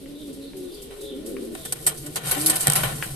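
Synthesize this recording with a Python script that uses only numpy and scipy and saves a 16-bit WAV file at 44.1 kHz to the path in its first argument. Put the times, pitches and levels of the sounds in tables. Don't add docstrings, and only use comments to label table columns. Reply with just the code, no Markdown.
import sys
import numpy as np
from scipy import signal
from scipy.fft import rfft, irfft
from scipy.io import wavfile

SR = 44100
rng = np.random.default_rng(int(sys.argv[2]) if len(sys.argv) > 2 else 0)


def wav_out(sig):
    wavfile.write(sys.argv[1], SR, np.round(np.clip(np.atleast_2d(sig).T, -1, 1) * 32767).astype(np.int16))


N = 138915
T = np.arange(N) / SR
BIN_HZ = np.arange(N // 2 + 1) * SR / N

LOFT_T60_S, LOFT_WET_DB = 0.31, -3.5
BOX_T60_S, BOX_WET_DB = 0.028, -3
# (frequency [Hz], level [dB])
FEATHER_HISS = [(2500, -22.5), (4500, -7.5), (6500, -11), (7700, -4.5), (8650, 1.5), (9500, -4),
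                (11800, -1.5), (14000, -15.5)]


def undb(db):
    return 10 ** (np.asarray(db) / 20)


def unit(x):
    return x / np.sqrt(np.mean(x ** 2))


def curve(table, column=1):
    rows = np.array(table)
    return undb(np.interp(T, rows[:, 0], rows[:, column]))


def noise(gain, channels=2):
    white = rng.standard_normal((channels, N))
    return unit(irfft(rfft(white) * gain(BIN_HZ + 1e-6), N))


def coloured(points, crossfeed=0.065):
    hz, db = np.array(points).T
    x = noise(lambda f: undb(np.interp(np.log(f), np.log(hz), db)))
    return unit(x + crossfeed * x[::-1])


def band(hz, half_width_hz):
    return noise(lambda f: 1 / (1 + ((f - hz) / half_width_hz) ** 2), channels=1)[0]


def drift(hz):
    return noise(lambda f: 1 / (1 + (f / hz) ** 4), channels=1)[0]


def phase_rad(hz):
    return 2 * np.pi * np.cumsum(hz) / SR


def throb(hz):
    return unit(np.sin(phase_rad(hz * (1 + 0.2428 * drift(20.03)))))


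def burst(start_s, rise_s, decay_s):
    age_s = T - start_s
    return np.clip(age_s / rise_s, 0, 1) * np.exp(-np.maximum(age_s - rise_s, 0) / decay_s)


def space(x, t60_s, wet_db):
    t = T[:SR // 2]
    tail = rng.standard_normal((2, len(t))) * undb(-60 * t / t60_s) * (t > 0.002)
    tail /= np.sqrt(np.sum(tail ** 2, axis=1, keepdims=True))
    reflections = signal.fftconvolve(x, tail, axes=1)[:, :N]
    return (x + undb(wet_db) * reflections) / np.hypot(1, undb(wet_db))


def coos():
    # (start [s], length [s], first [Hz], middle [Hz], last [Hz], level [dB], roughness [0-1])
    calls = [(0.0, 0.24, 276, 284.7, 305.5, -40.5, 0), (0.224, .11, 296, 288.4, 247, -36, 0.48),
             (0.349, 0.14, 266, 278.5, 260, -38.5, 0.2), (0.534, .155, 389.8, 373.8, 361.6, -36, 0.21),
             (0.518, 0.17, 290, 277.8, 277, -41.5, 0.26), (0.689, 0.18, 435, 412.6, 395, -43.5, 0.1),
             (0.876, 0.19, 400, 406.3, 445, -40, 0.06), (0.997, 0.19, 445, 415.6, 398, -35, 0.3),
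             (1.1, 0.26, 235, 314, 350.4, -34.5, 0.61), (1.228, 0.12, 440, 432.3, 407, -35.5, 0.48),
             (1.304, 0.18, 250, 251.5, 220, -38.5, 0.51), (1.338, 0.22, 385, 378, 298, -34, 0.67),
             (2.027, 0.08, 278, 299, 298, -37.5, 0), (2.347, 0.17, 272, 315.3, 308, -31.5, 0.26)]
    attack_s, release_s = 0.022, 0.018
    rasp_hz, rasp_depth = 104.7, 1.21
    trill_hz, trill_depth = 29, 0.35
    out = np.zeros(N)
    for start_s, length_s, first_hz, middle_hz, last_hz, db, rough in calls:
        u = np.clip((T - start_s) / length_s, 0, 1)
        hz = first_hz * (1 - u) * (1 - 2 * u) + middle_hz * 4 * u * (1 - u) + last_hz * u * (2 * u - 1)
        wobble = (0.02 + 0.12 * rough ** 2) * drift(39.4)
        phase = phase_rad(hz * (1 + wobble))
        voice = np.sin(phase) + undb(-11) * np.sin(2 * phase)
        voice += rough * rasp_depth * throb(rasp_hz) * np.sin(phase)
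        voice *= 1 + rough * trill_depth * throb(trill_hz)
        swell = np.clip((T - start_s) / attack_s, 0, 1)
        fade = np.exp(-np.maximum(T - start_s - length_s + release_s, 0) / release_s)
        out += undb(db) * swell * fade * unit(voice)
    throat = signal.butter(5, [195, 590], "bandpass", fs=SR, output="sos")
    return space(signal.sosfilt(throat, out)[None], LOFT_T60_S, LOFT_WET_DB)


def far_coos(birds=8, centre_hz=310.4, level_db=-46.5):
    out = np.zeros(N)
    for _ in range(birds):
        hz = centre_hz * np.exp(0.28 * drift(2))
        out += drift(18.7) * np.sin(phase_rad(hz))
    return undb(level_db) * space(unit(out)[None], LOFT_T60_S, LOFT_WET_DB)


def loft_air(level_db=-47):
    # (frequency [Hz], level [dB])
    spectrum = [(25, -18.5), (450, 2.5), (750, -15.5), (1500, -23.5), (3800, -12.5), (7000, -25.5),
                (11000, -18.5), (14000, -32)]
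    return undb(level_db) * coloured(spectrum) * undb(drift(17))


def hand_rumble():
    # (time [s], level [dB])
    levels = [(0, -53.5), (2.6, -50.5), (2.9, -42)]
    return curve(levels) * band(hz=40.4, half_width_hz=40)


def nest_box():
    # (time [s], level [dB])
    boom_levels = [(0, -51), (1.2, -62), (1.8, -45.5), (2.05, -47), (2.23, -37), (2.65, -40), (2.85, -29.5),
                   (3.0, -36)]
    # (time [s], level [dB])
    knocks = [(0.059, -42), (0.534, -40), (1.367, -34.5), (3.025, -15)]
    landing_s, thud_hz, thud_db = 2.684, 146.6, -15
    boom = curve(boom_levels) * band(hz=145.2, half_width_hz=17)
    thud = undb(thud_db) * burst(landing_s, rise_s=0.0018, decay_s=0.018)
    thud *= np.sin(2 * np.pi * thud_hz * (T - landing_s))
    wood = band(hz=1750, half_width_hz=1000)
    taps = wood * sum(undb(db) * burst(at_s, rise_s=0.00025, decay_s=0.002) for at_s, db in knocks)
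    return boom + thud + space(taps[None], t60_s=0.13, wet_db=BOX_WET_DB)


def squabs(fall_hz_per_s=3300, blur_hz=215):
    # (start [s], length [s], first pitch [Hz], level [dB])
    squeaks = [(0.126, 0.15, 3890, -52), (0.396, 0.12, 4220, -52), (0.559, 0.37, 4110, -56),
               (0.714, 0.067, 4800, -51.5), (0.989, .18, 3860, -47.5), (1.529, 0.22, 3980, -50.5)]
    out = np.zeros(N)
    for start_s, length_s, first_hz, db in squeaks:
        u = np.clip((T - start_s) / length_s, 0, 1)
        hz = first_hz - fall_hz_per_s * length_s * u + blur_hz * drift(252)
        out += undb(db) * 2 * np.sin(np.pi * u) * np.sin(phase_rad(hz))
    return space(out[None], LOFT_T60_S, wet_db=1.5)


def swish(focus_hz, boost_db=6.5, width_hz=1000):
    hz, db = np.array(FEATHER_HISS).T
    focus_db = boost_db * np.exp(-((BIN_HZ - focus_hz) / width_hz) ** 2)
    return noise(lambda f: undb(np.interp(f, hz, db) + focus_db))


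def wire_ring(drive, hz=3192, t60_s=0.054):
    t = T[:SR // 2]
    response = undb(-36.5 - 60 * t / t60_s) * np.sin(2 * np.pi * hz * t)
    return signal.fftconvolve(drive, response[None], axes=1)[:, :N]


def wings():
    # (time [s], treble [dB], body [dB])
    shuffle = [(0, -54.5, -67), (1.5, -49.5, -54.5), (1.7, -38.5, -54.5), (2.2, -46.5, -51),
               (2.28, -26.5, -34), (2.38, -33.5, -35.5), (2.5, -27, -29.5), (2.65, -32.5, -34),
               (2.87, -32, -35), (3.15, -39.5, -48)]
    # (time [s], level [dB])
    brushes = [(0.326, -44), (0.565, -43.5), (0.74, -44), (0.816, -39.5), (1.006, -39), (1.259, -36.5),
               (1.969, -35.5)]
    # (time [s], decay [s], treble [dB], body [dB], focus [Hz])
    flicks = [(0.905, 0.03, -49, -44, 8700), (1.651, 0.0073, -26.5, -36.5, 8200),
              (1.722, 0.0045, -13.5, -32, 9700), (1.864, 0.015, -10, -25, 8540),
              (2.062, 0.0073, -29.5, -41.5, 7500), (2.157, 0.014, -20.5, -27, 6450),
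              (2.311, 0.014, -14, -25.5, 10760), (2.41, 0.0095, -20.5, -50, 9050),
              (2.46, 0.021, -10.5, -42, 11000), (2.496, 0.013, -10.5, -30, 8900),
              (2.556, 0.0094, -14.5, -35.5, 10700), (2.605, 0.018, -18.5, -55, 8100),
              (2.754, 0.03, -15.5, -25, 10100), (2.833, 0.016, -24, -22, 11800)]
    # (time [s], treble [dB], body [dB])
    tip_hits = [(1.55, -29, -30.5), (2.498, -13, -39), (2.6695, -5, -16), (2.679, -10, -18),
                (2.699, -8, -19), (2.72, -12.5, -29), (2.7334, -10.5, -30)]
    # (frequency [Hz], level [dB])
    body_spectrum = [(200, -11), (400, -1.5), (680, 1), (1000, -6), (2100, -4), (2700, -7.5), (4000, -7),
                     (7000, -62)]
    rise_s, clap_decay_s, flutter_db = 0.0018, 0.0019, 2.5
    linger = 1.7
    treble_gain = curve(shuffle, column=1) * undb(flutter_db * drift(11))
    body_gain = curve(shuffle, column=2) * undb(flutter_db * drift(11))
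    for start_s, db in brushes:
        treble_gain = np.hypot(treble_gain, undb(db) * burst(start_s, 2 * rise_s, decay_s=0.038))
    rustle = treble_gain * coloured(FEATHER_HISS)
    for start_s, decay_s, treble_db, body_db, focus_hz in flicks:
        rustle += undb(treble_db) * burst(start_s, rise_s, decay_s) * swish(focus_hz)
        body_gain = np.hypot(body_gain, undb(body_db) * burst(start_s, rise_s, decay_s * linger))
    claps = np.zeros((2, N))
    tip_hiss = swish(focus_hz=8500)
    for start_s, treble_db, body_db in tip_hits:
        claps += undb(treble_db) * burst(start_s, rise_s, clap_decay_s) * tip_hiss
        body_gain = np.hypot(body_gain, undb(body_db) * burst(start_s, rise_s, clap_decay_s * linger))
    rustle += body_gain * coloured(body_spectrum)
    rustle *= unit(np.exp(0.32 * drift(810)))
    wire = wire_ring(rustle + claps)
    clap_pan = undb([[-0.5], [0.5]])
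    return space(rustle + wire, BOX_T60_S, BOX_WET_DB) + clap_pan * claps


def scene():
    return coos() + far_coos() + squabs() + wings() + nest_box() + loft_air() + hand_rumble()


def record(dry, top_hz=14350):
    # (frequency [Hz], left minus right [dB])
    balance = [(600, 0), (1100, 4.5), (2400, 5), (4300, -2), (9000, -3), (14000, 8)]
    hz, db = np.array(balance).T
    lean_db = np.interp(np.log(BIN_HZ + 1), np.log(hz), db)
    gains = undb([lean_db / 2, -lean_db / 2])
    gains /= np.sqrt(np.mean(gains ** 2, axis=0))
    heard = irfft(rfft(dry) * gains, N)
    lowpass = signal.ellip(10, 0.2, 95, top_hz, fs=SR, output="sos")
    return signal.sosfilt(lowpass, np.clip(heard, -1, 1))


dry = scene()
out = record(dry)
wav_out(out)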